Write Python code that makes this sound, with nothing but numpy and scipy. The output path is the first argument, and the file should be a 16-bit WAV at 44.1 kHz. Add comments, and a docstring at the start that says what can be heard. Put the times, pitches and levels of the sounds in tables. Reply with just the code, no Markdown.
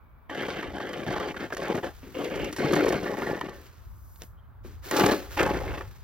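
"""A plastic snow shovel is pushed along a snowy driveway, flings its load, then scrapes twice close by.
Its edge sticks and slips on the pavement and rings the scoop; it catches on bumps and cracks grit,
while snow hisses over the plastic. Boots tread softly and the empty shovel squeaks on the backswing.
Light wind buffets the microphone, a far road murmurs, and a faint, narrow band of background hiss
is heard at the start; the snow swallows all echo."""
import sys
import numpy as np
from scipy import signal
from scipy.fft import rfft, irfft, next_fast_len
from scipy.io import wavfile
from scipy.ndimage import uniform_filter1d, map_coordinates

SR = 44100
rng = np.random.default_rng(int(sys.argv[2]) if len(sys.argv) > 2 else 0)


def int16_out(signal):
    """Quantize to a 16-bit WAV file."""
    q = np.round(np.clip(np.atleast_2d(signal).T, -1, 1) * 32767)
    wavfile.write(sys.argv[1], SR, q.astype(np.int16))


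N = 266143
TIME = np.arange(N) / SR
SIZE = next_fast_len(N + SR // 2, True)
FREQ = np.arange(SIZE // 2 + 1) * SR / SIZE


def undb(db):
    """Decibels to gain."""
    return 10 ** (np.asarray(db) / 20)


def unit(x):
    """Scale to rms 1."""
    return x / np.sqrt(np.mean(x ** 2))


def curve(points):
    """Join (frequency, value) points on a log-frequency axis."""
    hz, value = np.transpose(points)
    return np.interp(np.log(FREQ + 1), np.log(hz), value)


def eq(points):
    """The minimum-phase filter that follows (frequency, level) points."""
    cepstrum = irfft(np.log(undb(curve(points))), SIZE)
    cepstrum[1:SIZE // 2] *= 2
    cepstrum[SIZE // 2 + 1:] = 0
    return np.exp(rfft(cepstrum))


def lowpass(hz):
    """Gain of a smooth low-pass; one minus it is the matching high-pass."""
    return 1 / (1 + (FREQ / hz) ** 4)


def resonance(hz, width):
    """Complex gain of one damped mode, 1 at its centre."""
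    return 1j * FREQ * width / (hz ** 2 - FREQ ** 2 + 1j * FREQ * width)


def mode_bank(modes):
    """Complex gain of several modes ringing together."""
    return sum(undb(db) * resonance(hz, width) for hz, width, db in modes)


def through(x, gain):
    """Filter by a complex gain per frequency."""
    return irfft(rfft(x, SIZE) * gain, SIZE)[..., :N]


def struck(x, gain):
    """Filter so that a click of size 1 peaks at 1."""
    return through(x, gain / np.abs(irfft(gain, SIZE)).max())


def walk(rate):
    """A random drift of rms 1 that glides to a new value `rate` times a second."""
    hold = max(int(SR / rate), 1)
    return unit(uniform_filter1d(rng.standard_normal(N)[np.arange(N) // hold], hold))


def clicks(rate, spread_db):
    """Random clicks, `rate` a second; a few stand out louder, or softer if the spread is negative."""
    where, chance, polarity = rng.random((int(rate * N / SR), 3)).T
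    size = undb(spread_db * np.minimum(-np.log(1 - chance), 4))
    return np.bincount((where * N).astype(int), size * np.sign(polarity - .5), N)


def steady(x, samples):
    """Ride out the slow changes of level and keep the grain."""
    power = np.mean(np.atleast_2d(x) ** 2, axis=0)
    return x / np.sqrt(np.abs(uniform_filter1d(power, samples)) + 1e-9)


def bursts(times, sizes, decay_s, crumble):
    """At each time one click, then a dying crumble; `crumble` weighs that tail against the click."""
    track, age = np.zeros(N + SR), TIME[:SR // 8]
    for start, size, decay in zip(times, sizes, np.broadcast_to(decay_s, len(times))):
        burst = rng.standard_normal(len(age)) * np.exp(-age / decay)
        burst *= crumble / np.linalg.norm(burst)
        burst[0] = 1
        at = int(start * SR)
        track[at:at + len(age)] += size * burst / np.linalg.norm(burst)
    return track[:N]


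def stroke(start, length, swell_db, release_s, attack_s=.013, arch_db=1.5):
    """Envelope of one move: a quick bite, an arched hold that swells or fades, a release to -60 dB."""
    age = TIME - start
    progress = np.clip(age / length, 0, 1)
    hold_db = swell_db * (progress - .5) + arch_db * np.sin(np.pi * progress)
    release = np.exp(-np.log(1000) * np.maximum(age - length, 0) / release_s)
    return np.clip(age / attack_s, 0, 1) * undb(hold_db) * release


# deep rumble of wind on the microphone: (frequency [Hz], level [dB])
WIND_EQ = [(12,-25),(28,-20),(45,-2.5),(70,2),(110,-6),(170,-19.5),(260,-37.5),(500,-65),(2000,-63)]
# gusts: (centre time [s], half-width [s], level [dB])
GUSTS = [(0.7, 0.052, -43), (1.16, 0.1, -45), (1.94, 0.12, -48), (2.42, 0.07, -38.5), (2.88, 0.18, -44),
         (3.92, 0.1, -42.5), (4.74, 0.14, -43), (5.08, 0.058, -37.5), (5.55, 0.21, -34.5),
         (5.715, 0.042, -35.5), (5.88, 0.06, -42)]


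def wind():
    """A freshening breeze and its gusts rumble on the two microphone ports, mostly on each separately."""
    buffet = rng.standard_normal((2, N)) + .64 * rng.standard_normal(N)
    breeze = undb(-53.5 + .9 * TIME + .5 * walk(8.8))
    gusts = sum(undb(db) * np.exp(-np.square((TIME - centre) / width)) for centre, width, db in GUSTS)
    return unit(through(buffet, eq(WIND_EQ))) * np.hypot(breeze, gusts)


# murmur of distant traffic: (frequency [Hz], level [dB])
ROAD_EQ = [(40,5),(200,6),(480,-1),(800,1),(1100,5),(1450,1),(2000,-10.5),(2700,-18),(3500,-19.5),(7000,-38),(11000,-27),(16000,-16.5)]


def far_road():
    """A far road lays a wide, steady wash under the scene."""
    wash = 1.03 * rng.standard_normal((2, N)) + rng.standard_normal(N)
    return unit(through(wash, eq(ROAD_EQ))) * undb(-61.5 + .47 * walk(25))


def narrow_hiss(start_db=-76, drop_db_per_s=4):
    """A faint, narrow band of background hiss near 2.3 kHz, heard at the start."""
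    band = unit(through(rng.standard_normal((2, N)), resonance(hz=2300, width=220) ** 2))
    return band * undb(start_db - drop_db_per_s * TIME)


# the edge runs on the pavement until it stalls or lifts; boom and rasp are offsets from the level:
# (start [s], length [s], level [dB], swell [dB], release [s], boom [dB], rasp [dB])
SHOVES = [(0.29,0.21,-33.5,5.5,0.53,3,3),(0.553,0.091,-38.5,4,0.8,5,0.5),(0.735,0.36,-35,1.5,0.78,4,0),
          (1.063,0.25,-32,-0.5,0.15,-1.5,0),(1.351,0.02,-34.5,0.5,0.13,4,6),(1.393,0.058,-35,3.5,0.15,4.5,0.5),(1.517,0.021,-27.5,-6,0.13,-1.5,-1),
          (1.577,0.078,-30.5,2,0.28,1,-0.5),(1.67,0.058,-30,0,0.27,7,0),(1.741,0.036,-27,2,0.07,9,-2),(1.823,0.063,-31,-9.5,0.12,0,-4),(2.139,0.12,-31,6.5,0.28,3.5,0.5),
          (2.291,0.17,-34,5.5,0.46,9,1.5),(2.579,0.15,-27.5,0.5,0.14,8,1),(2.704,0.21,-22,5,0.41,2.5,-2.5),(3.021,0.14,-29.5,-1,0.04,1.5,-3),(3.17,0.15,-28,1.5,0.62,2.5,-3),
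          (3.426,0.056,-43,0.5,0.35,7,3.5),(4.911,0.054,-24.5,13,0.21,1,0),(4.975,0.16,-17.5,1.5,0.0648,-3.5,-3),(5.134,0.04,-32,-1,0.4,-1,1.5),(5.363,0.03,-23.5,16.5,0.17,-8,1.5),
          (5.4,0.033,-19.5,-4,0.31,1,-3.5),(5.439,0.082,-28,5.5,0.45,6.5,-1),(5.56,0.23,-37,6.5,0.24,-2,1)]


def pressure():
    """The shoves as three envelopes: the boom, the body and the rasp of the scrape."""
    return sum(np.outer(undb([db + boom_db, db, db + rasp_db]), stroke(start, length, swell_db, release))
               for start, length, db, swell_db, release, boom_db, rasp_db in SHOVES)


def bending(share, t60_s, apart_hz):
    """Stereo path from a spot on the edge: the direct click, then bending waves, wider in the treble."""
    age = TIME[:SR // 8]
    tails = rng.standard_normal((2, len(age))) * np.exp(-np.log(1000) * age / t60_s)
    mid, side = rfft(tails / np.linalg.norm(tails, axis=1, keepdims=True), SIZE)
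    apart = FREQ / (FREQ + apart_hz) * np.array([[1], [-1]])
    return 1 + share * lowpass(4350) * (mid * FREQ / (FREQ + 350) + apart * side)


def stick_slip():
    """Coarse slips and fine sand at six spots on the edge, each with its own pitch and wandering load."""
    judder = undb(2.2 * walk(45) + 2.6 * walk(170))
    force = 0
    for hz in np.geomspace(300, 4800, 6):
        load = undb(3.8 * walk(24))
        slips = steady(judder * clicks(rate=380, spread_db=3.2), samples=2600)
        sand = unit(judder * clicks(rate=2600, spread_db=2.3))
        spot = .42 + resonance(hz, .36 * hz)
        path = bending(share=.85, t60_s=.07, apart_hz=1700)
        force = force + rfft(load * (slips + .5 * sand), SIZE) * spot * path
    return steady(irfft(force, SIZE)[:, :N], samples=1200)


# broad tone of the plastic scoop: (frequency [Hz], level [dB])
SCOOP_EQ = [(40,-41),(100,-7.5),(160,-7),(225,-6),(310,-2),(450,0),(610,-4),(800,-8),(1100,-9.5),(1900,-12),(2700,-20),(5000,-27.5),(7500,-29),(16000,-49)]
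# its damped resonances: (frequency [Hz], width [Hz], level [dB])
SCOOP_MODES = [(159,35,-4),(196,22,-2.5),(303,24,-8.5),(359,44,0.5),(535.4,53,-7),(714,49,-8.5),(838,14,-6.5),(1130,113,-8),(1470,50,-11),(1750,220,-19),(3134,98,-6),(4320,68,-9)]


def scoop_tone():
    """The broad colour of the scoop with its resonances standing out."""
    return eq(SCOOP_EQ) * (1 + mode_bank(SCOOP_MODES))


def treble_modes(share, decay_s, from_hz):
    """The blade's many close treble modes, falling differently each time."""
    age = TIME[:SR // 8]
    ring = rng.standard_normal(len(age)) * age * np.exp(-np.log(1000) * age / decay_s)
    blend = share * (1 - lowpass(from_hz))
    return (1 + blend * rfft(ring / np.linalg.norm(ring), SIZE)) / np.sqrt(1 + blend ** 2)


# resonances woken by the point of contact: (frequency [Hz])
CONTACT_HZ = [1470, 1820, 2310]


def wandering_contact(x, depth=.35):
    """As the contact moves along the edge, the middle resonances swell and sink."""
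    return x + sum(depth * walk(16) * through(x, resonance(hz, .2 * hz)) for hz in CONTACT_HZ)


def flexing(x, pitch_share=.013):
    """The blade bends under the load, so its resonances drift up and down together."""
    position = np.arange(N) + np.cumsum(pitch_share * walk(10))
    return np.array([map_coordinates(side, [position], order=3, mode="mirror") for side in x])


def crunch(grains_per_s=100, pitches=12):
    """Coarse grains break under the edge one by one, each with a short pitched ring."""
    grains = 0
    for hz in np.geomspace(1200, 5200, pitches):
        breaks = clicks(rate=grains_per_s / pitches, spread_db=2.2)
        grains = grains + rfft(breaks, SIZE) * resonance(hz, .13 * hz) * (hz / 1200) ** -1.5
    path = bending(share=.7, t60_s=.025, apart_hz=1000)
    return unit(irfft(grains * path, SIZE)[:, :N])


# narrow modes that ring freely once the snow is out: (frequency [Hz], width [Hz], level [dB])
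EMPTY_DISH_MODES = [(190,19,-0.5),(291,21,2),(408,26,-2),(542,22,-1),(751,25,1.5),(853,17,-2),(930,21,-2),(1195,63,3.5),(1510,33,-2),(2020,46,-8),(2950,50,-7),(3770,50,-8)]
# each push holds the blade at a new angle and favours other resonances: (start [s], low [Hz],
# low level [dB], middle [Hz], middle level [dB], edge [Hz], edge level [dB], empty dish level [dB])
BLADE_ANGLES = [(0,740,-9,1820,-7.5,3170,1.5,-30),(1.335,640,-11,1830,-7,3160,-4,-30),(1.679,800,3,1880,-1,3080,-1,-28),(2.1,515,-0.5,2050,-3,2840,5,-32),(2.55,427,-6.5,2080,-2.5,4240,3,-20),(3.019,370,-13,1780,-0.5,2290,-21,-18),(4.8,320,-11,1450,-20,4170,8,-0.5),(5.3,874,2.5,1900,-10,3200,-30,-11)]


def scrape(boom, body, rasp):
    """The slips shake the scoop push by push; a loaded scoop booms, a steep edge rasps."""
    shaken = rfft(stick_slip(), SIZE) * scoop_tone()
    dish = mode_bank(EMPTY_DISH_MODES)
    plastic = 0
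    for start, low_hz, low_db, middle_hz, middle_db, edge_hz, edge_db, dish_db in BLADE_ANGLES:
        favoured = mode_bank([(low_hz, 226, low_db), (middle_hz, 340, middle_db), (edge_hz, 260, edge_db)])
        angle = 1 + favoured + undb(dish_db) * dish
        treble = treble_modes(share=.9, decay_s=.028, from_hz=1500)
        coloured = unit(irfft(shaken * angle * treble, SIZE)[:, :N])
        plastic = np.where(TIME >= start, coloured, plastic)
    plastic = steady(wandering_contact(plastic), samples=1100)
    low, high = lowpass(283), 1 - lowpass(1180)
    edge = undb(-.63) * flexing(through(plastic, high)) + undb(-15.5) * crunch()
    bands = through(plastic, low) * boom + through(plastic, 1 - low - high) * body + edge * rasp
    uneven_pavement = undb(-2 + .5 * walk(16))
    return bands * sticking(hold_s=.02, depth_db=7.5) * uneven_pavement


# the edge hits a bump or the scoop is jolted; thud and ring are offsets from the level:
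# (time [s], relative level [dB], thud [dB], hollow ring [dB])
CATCHES = [(0.297,-24.5,0,-18),(0.485,-23,8,-4),(0.629,-22,1.5,-3),(0.803,-20,-3,-13),(0.933,-21.5,1,-10),
           (1.066,-27,10,2),(1.107,-35,3,-9),(1.163,-16,-3,-9),(1.201,-24,2,2),(1.344,-25.5,-4,-10),(1.369,-31,-7,-18),(1.396,-27,-4,-10),
           (1.504,-23,-8,-8),(1.524,-28,9.5,-7.5),(1.568,-18,-11,-3),(1.622,-25,3,-6),(1.701,-19.5,10.5,-14),(1.749,-22.5,6,0),(1.776,-25.5,11.5,-6),(1.784,-19,0,-9),
           (1.834,-31,6,-7),(2.152,-29,-6,-12),(2.244,-36,4,-12),(2.31,-35,4,-10),(2.528,-23.5,-18,-13.5),(2.564,-23,-22,-2),(2.734,-13,1,-12),(2.763,-10.5,-6,-4),(2.867,-18.5,5,0),(2.905,-22,12,1),(2.924,-19,-13,-5),(3.063,-19,-1,-10),
           (3.171,-22,-6,0),(3.221,-20.5,5,0),(3.267,-33,-8,-8),(3.412,-17,-9,1),(3.487,-27.5,-12,-5),(4.22,-45.5,17,-10),(4.648,-41,4,-16),
           (4.912,-10.5,-15,-9),(4.966,-15,-4,-15),(4.997,-14.5,2,-16),(5.038,-8.5,9,-6),(5.061,-12,-1,-18),(5.089,-18.5,9,-8),(5.118,-21,11,-8),
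           (5.373,-21,-8,4.5),(5.398,-14.5,3,-6),(5.431,-19,10,-8),(5.459,-35,9,-8),(5.494,-21,5,-4),(5.538,-27,4,-9),(5.608,-33,-11,-13),(5.641,-27,-4,-8),(5.74,-26,-6,-11),(5.779,-22.5,-10,-9),(5.809,-21,-10,-10)]
# a hard snag rings the plastic brighter than the scrape: (frequency [Hz], boost [dB])
SNAG_EQ = [(150,-12),(450,-4),(900,2.5),(2000,8),(4500,0.5),(16000,0)]
# hollow ring of the knocked dish: (frequency [Hz], width [Hz], level [dB])
HOLLOW_MODES = [(735,42,-20.5),(855,30,-17),(1000,88,1),(1500,180,-8),(1830,220,7),(2650,77,-24)]


def catches():
    """The edge snags and lets go: a plastic clack, a thud of the whole scoop, a hollow ring of its dish."""
    times, db, thud_db, hollow_db = np.transpose(CATCHES)
    scoop = scoop_tone()
    clack = struck(bursts(times, undb(db), decay_s=.006, crumble=4), scoop * undb(curve(SNAG_EQ)))
    thud = struck(bursts(times, undb(db + thud_db), decay_s=.0075, crumble=1.3), scoop * lowpass(930))
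    hollow = struck(bursts(times, undb(db + hollow_db), decay_s=.0025, crumble=.5), mode_bank(HOLLOW_MODES))
    return undb(-2.5) * clack + undb(-7.5) * thud + undb(-4) * hollow


def sticking(hold_s, depth_db):
    """Just before each catch the edge is held fast and the scrape ducks."""
    held, dip = np.zeros(N), np.hanning(int(hold_s * SR))
    for time, *_ in CATCHES:
        at = int(time * SR)
        held[at - len(dip):at] += dip
    return undb(-depth_db * held)


# hiss of sliding snow: (frequency [Hz], level [dB])
POWDER_EQ = [(100,-32),(350,15.5),(700,7),(1500,11.5),(3000,5.5),(7000,5),(12000,1),(16000,2)]
# the scoop carries, sheds or cuts into snow: (start [s], length [s], level [dB], swell [dB], release [s])
SLIDES = [(0.35,2.99,-58,13,0.72),(3.513,0.17,-57.5,4.5,1.0),(4.193,0.046,-54,-2,0.15),(4.63,0.042,-53.5,-1.5,0.56),
          (4.819,0.19,-40,17.5,0.84),(5.296,0.73,-54,-16.5,0.44)]


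def snow_hiss(push):
    """Countless crystals hiss across the plastic as the snow slides, and with every shove."""
    flutter = undb(1.2 * walk(80) + 1.2 * walk(12))
    left, right, middle = (steady(clicks(rate=5000, spread_db=3.2), samples=1600) * flutter
                           for _ in range(3))
    grains = middle + through(np.array([left, right]), .15 + .8 * lowpass(5330))
    sliding = sum(undb(db) * stroke(start, length, swell_db, release_s, attack_s=.031)
                  for start, length, db, swell_db, release_s in SLIDES)
    return unit(through(grains, eq(POWDER_EQ))) * np.hypot(sliding, undb(-29.5) * push)


# the loudest cracks of grit and ice under the edge: (time [s], relative level [dB], crumble decay [ms])
CRACKS = [(0.932,-44.5,3.3),(1.369,-62,4),(1.537,-40.5,1.6),(1.548,-40,1.6),(1.57,-37,2.2),(1.58,-42,2.8),(1.851,-48,2.2),(2.245,-40.5,3),(2.358,-40,6.2),(2.445,-37,3.8),(2.527,-34.5,7.8),(2.564,-32.5,38),(2.724,-35,3.3),(2.735,-28.5,3.2),
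          (2.754,-32.5,6.5),(2.89,-32.5,3.5),(2.925,-35,2.9),(3.414,-52,2),(3.494,-47,1.7),(4.159,-54,1.8),(4.22,-39.5,0.87),(4.235,-51,1.4),(4.912,-26.5,2.1),(4.966,-22,12),(4.997,-25,1.4),(5.008,-32,1.8),(5.064,-25,2.4),(5.119,-30.5,5.5),(5.43,-29,2.6)]
# bright tick of a bursting grain: (frequency [Hz], level [dB])
CRACK_EQ = [(300,-27),(1500,5.5),(4000,7.5),(7000,8.5),(11000,4),(14000,-11.5),(16000,-16)]


def grit(push):
    """Hard grains burst with a tick and crumble; small ones crackle as hard as the edge is pushed."""
    times, db, crumble_ms = np.transpose(CRACKS)
    tone = eq(CRACK_EQ)
    cracks = struck(bursts(times, undb(db), decay_s=crumble_ms / 1000, crumble=2.5), tone)
    crackle = unit(through(clicks(rate=70, spread_db=-4), tone))
    return undb(16.5) * cracks + undb(-28.5) * push * crackle


# the loaded scoop drops over a bump: (time [s], level [dB], pitch [Hz])
THUMPS = [(1.073,-26,129),(1.088,-23,127),(1.104,-26.5,124),(2.438,-21.5,152),(2.633,-23,150),(2.646,-15.5,154),(2.736,-17.5,148),(2.95,-21,150),(3.313,-26,148),(4.22,-38.5,140),(4.239,-40.5,138)]


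def thumps():
    """The whole scoop flexes at its lowest, well-damped modes; the load sets their pitch."""
    track = 0
    for time, db, hz in THUMPS:
        modes = resonance(hz, 38) + undb(-4) * resonance(1.53 * hz, 72)
        drop = bursts([time], [undb(db)], decay_s=.005, crumble=.3)
        track = track + struck(drop, modes * lowpass(900))
    return track


# boots landing in snow: (time [s], relative level [dB])
STEPS = [(2.029, -29), (2.064, -33), (3.535, -41), (4.647, -34), (4.671, -44), (4.858, -38.5)]
# muffled tone of a tread: (frequency [Hz], level [dB])
BOOT_EQ = [(60,-13),(200,8),(380,11.5),(700,-11),(1600,-9),(3500,-19),(16000,-57)]


def footsteps():
    """Snow packs under a boot with a short dull crunch."""
    times, db = np.transpose(STEPS)
    return undb(2.5) * struck(bursts(times, undb(db), decay_s=.049, crumble=19), eq(BOOT_EQ))


def fling():
    """The thrown powder swishes through the air, swelling until it leaves the scoop."""
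    spray = through(rng.standard_normal(N) + .17 * rng.standard_normal((2, N)), 1 - lowpass(5100))
    swing = stroke(start=3.75, length=.5, swell_db=16, release_s=.3, attack_s=.031)
    return unit(spray) * undb(-64.5) * swing


# tiny squeaks as the shovel swings back empty: (start [s], length [s], level [dB], pitch [Hz])
SQUEAKS = [(4.371,0.03,-73,3150),(4.424,0.019,-73,3100)]


def squeaks():
    """A few quick slips ring one narrow resonance, like a glove turning on the handle."""
    track = 0
    for start, length, db, hz in SQUEAKS:
        ring = unit(through(clicks(rate=330, spread_db=2), resonance(hz, width=260) ** 2))
        track = track + ring * undb(db) * stroke(start, length, swell_db=0, release_s=.084)
    return track


def scene():
    """Shovel and boots straight ahead, over a bed of open air."""
    boom, push, rasp = pressure()
    knocks = through(catches() + grit(push), bending(share=.8, t60_s=.04, apart_hz=1500))
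    shovel = scrape(boom, push, rasp) + knocks + thumps() + snow_hiss(push) + fling()
    return shovel + footsteps() + wind() + far_road() + squeaks() + narrow_hiss()


# stereo tilt of the two microphone ports: (frequency [Hz], left minus right [dB])
PORT_BALANCE = [(60,0),(200,3.9),(400,3.6),(700,2),(1300,-1.2),(2400,-1.1),(8000,-.3),(15000,0)]
# phase between the ports: (frequency [Hz], lag of the left [rad])
PORT_LAG = [(20,0),(1000,.35),(3000,.6),(5000,1.2),(7000,2.3),(8200,np.pi),(10300,np.pi),(12600,0)]


def record(dry, top_hz=15800):
    """Two microphone ports near the ground colour and delay the sound differently; the top is cut."""
    left = undb(curve(PORT_BALANCE) / 2) * np.exp(-1j * curve(PORT_LAG) / 2)
    ports = through(dry, np.array([left, 1 / left]))
    return signal.sosfilt(signal.ellip(10, .1, 80, top_hz, fs=SR, output="sos"), ports)


dry = scene()
out = record(dry)
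int16_out(out)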